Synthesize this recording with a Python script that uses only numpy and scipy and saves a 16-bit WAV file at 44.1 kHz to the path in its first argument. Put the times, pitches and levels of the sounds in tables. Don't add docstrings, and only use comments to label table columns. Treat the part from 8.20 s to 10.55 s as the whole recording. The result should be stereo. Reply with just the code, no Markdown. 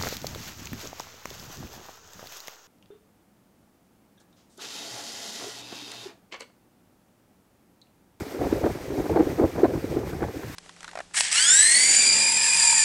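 import sys
import numpy as np
from scipy import signal
from scipy.fft import rfft, irfft
from scipy.io import wavfile
from scipy.ndimage import uniform_filter1d, map_coordinates

SR = 44100
rng = np.random.default_rng(int(sys.argv[2]) if len(sys.argv) > 2 else 0)


def field_ratio(decibels):
    return 10 ** (np.asarray(decibels, dtype=float) / 20)


def digitize_waveform(pressure):
    field = np.atleast_2d(pressure).T
    bounded = np.clip(field, -1, 1)
    quanta = np.round(bounded * 32767).astype(np.int16)
    wavfile.write(sys.argv[1], SR, quanta)


N = 103635
T = np.arange(N) / SR

# (time [s], level [dB])
GUST = [(0.0, -33), (0.2, -39), (0.37, -25.5), (0.51, -40), (0.73, -33.5), (0.85, -33), (0.93, -24),
        (1.09, -31), (1.2, -32.5), (1.64, -36), (1.77, -27.5), (1.94, -32.5), (2.25, -39), (2.35, -52)]


def rms_one(x):
    return x / np.sqrt(np.mean(x ** 2) + 1e-20)


def in_time(rows):
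    return np.interp(T, *np.transpose(rows))


def drift(hz):
    pole = np.exp(-40 * np.pi * hz / SR)
    noise = rng.standard_normal(N // 20 + 2002)
    slow = signal.lfilter([1], [1, -2 * pole, pole * pole], noise)[2000:]
    return np.interp(np.arange(N) / 20, np.arange(len(slow)), rms_one(slow - slow.mean()))


def coloured(spectrum, band=None):
    hz = np.maximum(np.fft.rfftfreq(N, 1 / SR), 1)
    at, db = np.transpose(spectrum)
    gain = field_ratio(np.interp(np.log(hz), np.log(at), db, left=-90, right=-90))
    gain = gain / np.sqrt(np.mean(gain ** 2))
    if band:
        gain = gain * np.cos(np.pi / 2 * np.clip(np.log2(hz / band) * 2, -1, 1))
    return irfft(rfft(rng.standard_normal(N)) * gain, N)


def evened(x, span_s):
    span = int(span_s * SR)
    power = uniform_filter1d(uniform_filter1d(x ** 2, span), span)
    return x / np.sqrt(power + 0.027)


def puff(start_s, length_s, attack_s):
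    length_s = max(length_s, .006)
    half = length_s * .5
    after = np.maximum(T - start_s - half, 0) / half
    rise = np.clip((T - start_s) / attack_s + .5, 0, 1) ** 2
    return rise * np.exp(-after ** 2)


def surf():
    # (time [s], level [dB])
    swell_rows = [(0.0, -41), (0.01, -45.5), (0.18, -48.5), (0.23, -44.5), (0.63, -47.5), (0.92, -45.5),
                  (0.93, -49.5), (1.11, -45), (1.25, -50.5), (1.26, -45.5), (1.41, -48), (1.77, -48),
                  (1.83, -49.5), (1.91, -45), (1.92, -49), (2.2, -48.5), (2.3, -46.5), (2.35, -45)]
    # (frequency [Hz], level [dB per Hz])
    wash_colour = [(120, -20), (250, 12), (500, 2), (1000, 4), (1900, 5.5), (2400, 3), (3000, -10),
                   (3600, -86)]
    foam_colour = [(2200, -10), (3000, -6), (6070, -6.5), (7110, -10), (8630, -10.5), (9710, -16),
                   (13200, -10), (16500, -17.5)]
    swell = in_time(swell_rows)
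    splash_db = .9 * drift(16)
    wash_gain = field_ratio(-43.5 - swell.mean())
    out = 0
    for hz in 200 * 2 ** np.arange(0, 7, .5):
        ears = [wash_gain * coloured(wash_colour, hz) + coloured(foam_colour, hz) for ear in range(2)]
        out = out + np.array(ears) * field_ratio(.85 * drift(20))
    return out * field_ratio(swell + splash_db)


def rumble():
    # (frequency [Hz], level [dB per Hz])
    rumble_colour = [(20, -44), (45, -9), (80, -3.5), (130, -5), (190, -9), (260, -25)]
    # (time [s], peak level [dB], left minus right [dB], length [s])
    surges = [(0.009, -25, -9, 0.018), (0.189, -27.5, -4, 0.057), (0.24, -24, -1, 0.036),
              (0.296, -26, -1, 0.067), (0.346, -25.5, 1, 0.056), (0.433, -19, -4, 0.028),
              (0.484, -29.5, 16.5, 0.048), (0.55, -30, -1, 0.035), (0.607, -33, -4, 0.041),
              (0.676, -37, -24.5, 0.045), (0.709, -32, 15, 0.037), (0.777, -25.5, -3.5, 0.065),
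              (0.894, -23.5, 7.5, 0.048), (0.904, -27, 2, 0.076), (1.001, -23.5, 12.5, 0.033),
              (1.053, -27.5, -22, 0.022), (1.092, -24.5, -1, 0.082), (1.2, -27, 0, 0.03),
              (1.234, -19, 2, 0.043), (1.335, -26.5, -3, 0.075), (1.437, -29.5, 6, 0.071),
              (1.512, -24, -5, 0.027), (1.546, -23, 1.5, 0.057), (1.639, -24.5, -2, 0.029),
              (1.693, -23.5, 4, 0.039), (1.75, -27.5, -8, 0.069), (1.825, -24.5, -5, 0.074),
              (1.913, -26, 2, 0.097), (2.007, -28.5, 12.5, 0.096), (2.153, -29, 2, 0.043),
              (2.233, -32, -6.5, 0.08)]
    lump_hz, ear_share = 4.7, 0.64
    gust, shared = in_time(GUST), drift(lump_hz)
    own = np.sqrt(1 - ear_share ** 2)
    lumps = np.array([ear_share * shared + own * drift(lump_hz) for ear in range(2)])
    power = field_ratio(-47 + 0.12 * (gust - gust.mean()) + 7.0 * np.tanh(lumps)) ** 2
    for start_s, db, pan_db, length_s in surges:
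        ears_db = db - 5 + pan_db * np.array([[.5], [-.5]])
        power = power + (field_ratio(ears_db) * puff(start_s, length_s, .015)) ** 2
    return np.sqrt(power) * np.array([evened(coloured(rumble_colour), 0.048) for ear in range(2)])


def airflow():
    # (time [s], peak level [dB], rasp relative to thump [dB], length [s])
    eddies = [(0.064, -85, -32, 0.0089), (0.142, -23.5, -37, 0.057), (0.19, -14, -13, 0.081),
              (0.265, -16, -26, 0.043), (0.303, -15, -25, 0.023), (0.322, -9.5, -49, 0.015),
              (0.37, -25, -36, 0.039), (0.408, -16, -35, 0.03), (0.43, -12, -13, 0.059),
              (0.493, -9.5, -13.5, 0.015), (0.55, -18.5, -16, 0.029), (0.651, -27.5, -25, 0.051),
              (0.703, -20, -58, 0.11), (0.775, -15.5, -18.5, 0.059), (0.821, -20.5, -17, 0.03),
              (0.895, -14, -16.5, 0.081), (0.957, -9.5, -10, 0.026), (0.987, -10, -16, 0.047),
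              (1.062, -13.5, -50, 0.018), (1.099, -22, -22, 0.026), (1.185, -12, -15, 0.027),
              (1.204, -7.5, -20, 0.056), (1.359, -18.5, -19, 0.023), (1.378, -15.5, -8, 0.048),
              (1.433, -8.5, -9, 0.034), (1.471, -18.5, -29, 0.068), (1.53, -15, -22, 0.055),
              (1.59, -21.5, -28, 0.05), (1.642, -15.5, -40, 0.0099), (1.692, -20, -38, 0.051),
              (1.758, -14.5, -22, 0.048), (1.833, -20.5, -28, 0.015), (1.94, -29, -4, 0.014),
              (2, -20.5, -12, 0.066), (2.067, -36, -24, 0.02), (2.172, -30, -12, 0.013),
              (2.038, -33, 8, 0.015), (2.27, -28, -4.5, 0.028)]
    thump = field_ratio(in_time(GUST) + 1.5 * drift(33.4)) ** 2
    rasp = thump * field_ratio(-12) ** 2
    for start_s, db, rasp_db, length_s in eddies:
        power = (field_ratio(db - 9) * puff(start_s, length_s, attack_s=0.0071)) ** 2
        thump = thump + power
        rasp = rasp + power * field_ratio(rasp_db + 5.5) ** 2
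    return thump, rasp


def buffet(thump, rasp):
    # (frequency [Hz], level [dB per Hz])
    hollow_colour = [(150, -6.5), (230, -8), (300, 4.5), (350, -2.5), (480, -3), (700, -17.5), (1000, -25)]
    rim_colour = [(400, -2.5), (750, 10.5), (1000, -1.5), (1800, -13), (2600, -31), (4500, -29)]
    spikes_db = 3.5 * drift(133)
    hollow = np.sqrt(thump) * field_ratio(.6 * spikes_db) * evened(coloured(hollow_colour), 0.0037)
    rim = np.sqrt(rasp) * field_ratio(spikes_db) * evened(coloured(rim_colour), 0.0058)
    return hollow + rim


def scattered(x):
    rate_hz, width_hz, wander = 60, 500, .35
    hz, s, z = signal.stft(x, SR, nperseg=256, noverlap=224)
    coarse = rng.standard_normal((int(SR / 2 / width_hz) + 2, int(N / SR * rate_hz) + 2))
    grid = np.meshgrid(hz / width_hz, s * rate_hz, indexing="ij")
    wandering = wander * map_coordinates(coarse, grid, order=3, mode="nearest")
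    turn = np.exp(1j * np.pi * (1 / 4 + wandering))
    ears = (turn, turn.conj())
    return np.array([signal.istft(z * t, SR, nperseg=256, noverlap=224)[1][:N] for t in ears])


def pops(thump):
    hollow_hz, t60_s, edge_hz = 347, .022, 800
    sizes = field_ratio(-5.5 + 4.5 * np.minimum(rng.exponential(1, (2, N)), 2)) * rng.choice([-1, 1], (2, N))
    clicks = np.sqrt(thump) * sizes * (rng.random((2, N)) < 110 / SR)
    r, w = field_ratio(-60 / (t60_s * SR)), 2 * np.pi * hollow_hz / SR
    hollow = signal.lfilter([0, np.sin(w)], [1, -2 * r * np.cos(w), r * r], clicks + 1e-18)
    edge_filter = signal.butter(2, edge_hz, fs=SR, output="sos")
    edge = signal.sosfilt(edge_filter, clicks) * SR / (3 * edge_hz)
    soften = signal.butter(4, 1150, fs=SR, output="sos")
    return signal.sosfilt(soften, hollow + field_ratio(-3) * edge)


def knocks(table, sway):
    hollow_hz, pitch_spread, rise_s, fall_s, tick_s = 343.7, 0.15, 0.0015, 0.0041, .0022
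    tick_band = signal.butter(2, [700, 1900], "band", fs=SR, output="sos")
    air = rms_one(signal.sosfilt(tick_band, rng.standard_normal(N)))
    out = np.zeros(N)
    for (start_s, db, tick_db), pitch in zip(table, rng.uniform(-1.2, 1, len(table))):
        t = T - start_s
        shape = np.exp(-(np.minimum(t, 0) / rise_s) ** 2 - np.maximum(t, 0) / fall_s)
        hz = hollow_hz * (1 + pitch_spread * pitch)
        swing = np.cos(2 * np.pi * hz * t + sway[int(start_s * SR)])
        tick = field_ratio(tick_db + 1) * air * np.exp(-(t / tick_s) ** 2)
        out += field_ratio(db - 2.5) * (shape * swing + tick)
    knock_band = signal.butter(2, [170, 2900], "band", fs=SR, output="sos")
    return signal.sosfiltfilt(knock_band, out)


def scene():
    # (time [s], peak level [dB], tick relative to pop [dB])
    left_pops = [(0.0085, -17.5, -16.5), (0.1617, -18, -24), (0.258, -8, -32), (0.2708, -6, -28),
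                 (0.3289, 1.5, -29), (0.4427, -9.5, -27), (0.4564, -6, -33), (0.4639, -15, -20),
                 (0.5073, -10, -39), (0.7065, -18, -15), (0.7726, -13.0, -40), (0.7898, -13.5, -30),
                 (0.8017, -8.5, -19.5), (0.8684, -16.5, -14.5), (0.9156, -14, -47), (0.9273, -16, -21),
                 (0.9621, -5, -29), (0.9734, -6, -26), (1.0003, -7, -26), (1.0093, 0, -28),
                 (1.0275, -9, -22), (1.0734, -18.5, -18), (1.1027, -10, -22), (1.1169, -14, -21.0),
                 (1.1987, -5, -25.5), (1.2184, -5.5, -35), (1.232, -1.5, -42), (1.2409, -3, -33),
                 (1.2515, -8.5, -24), (1.2978, -16, -27), (1.3565, -19.0, -22), (1.3629, -14, -21),
                 (1.3843, -27, -19), (1.3913, -8, -39), (1.4014, -17, -33), (1.4342, 4.5, -40),
                 (1.443, -9, -17), (1.5078, -11.5, -21.0), (1.644, -10.5, -25), (1.7705, -6, -35),
                 (1.8417, -21, -14), (1.8784, -28, -7), (1.9392, -18.0, -21), (2.022, -11, -18),
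                 (2.1698, -16.5, -25), (2.2356, -22.5, -8)]
    right_pops = [(0.0676, -18, -24), (0.1486, -18, -14.5), (0.2047, -23, -21), (0.2214, -12, -25.5),
                  (0.3286, -2.5, -30.5), (0.4429, -9.5, -20), (0.4634, -7, -23.5), (0.5013, -7.5, -42),
                  (0.5517, -19, -24), (0.7525, -22, -25), (0.7881, -17, -37), (0.8599, -23, -7),
                  (0.9191, -5.5, -32), (0.9298, -16, -24.5), (0.9644, -0.5, -24), (0.9963, -1, -27),
                  (1.0061, -4, -20.5), (1.0146, -10, -26), (1.0694, -17, -26), (1.1316, -15, -23),
                  (1.2009, -6.5, -20), (1.2168, -5.5, -31), (1.2325, -9, -38), (1.2402, -25, -18),
                  (1.3919, -12, -43), (1.3997, -6.5, -34), (1.436, 3, -37), (1.4429, -13, -32),
                  (1.4522, -6, -16.5), (1.5393, -9.5, -25), (1.551, -17, -38), (1.5785, -12.5, -25),
                  (1.6432, -10, -30), (1.7418, -11.5, -31), (1.7715, -8, -29), (1.8751, -22.5, -12),
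                  (1.9239, -19, -30), (1.9338, -21.5, -10), (2.0083, -18.5, -10), (2.0239, -13, -16.5),
                  (2.0305, -14.5, -8), (2.0878, -30, -19.0), (2.1692, -15.5, -22), (2.2339, -28, -2),
                  (2.2405, -21.5, -11.5), (2.2989, -18.5, -19.5)]
    thump, rasp = airflow()
    wind = scattered(buffet(thump, rasp)) + pops(thump)
    wind_filter = signal.butter(4, 240, "high", fs=SR, output="sos")
    around = surf() + rumble() + signal.sosfilt(wind_filter, wind)
    sway = 2 * np.pi * (340 * T + .5 * drift(12))
    return around + np.array([knocks(left_pops, sway), knocks(right_pops, sway + np.pi / 2)])


def low_pass(x):
    return signal.sosfilt(signal.butter(12, 15780, fs=SR, output="sos"), x)


def record(dry):
    mix = dry / (1 + np.abs(dry / .97) ** 4) ** (1 / 4)
    return low_pass(mix)


dry = scene()
out = record(dry)
digitize_waveform(out)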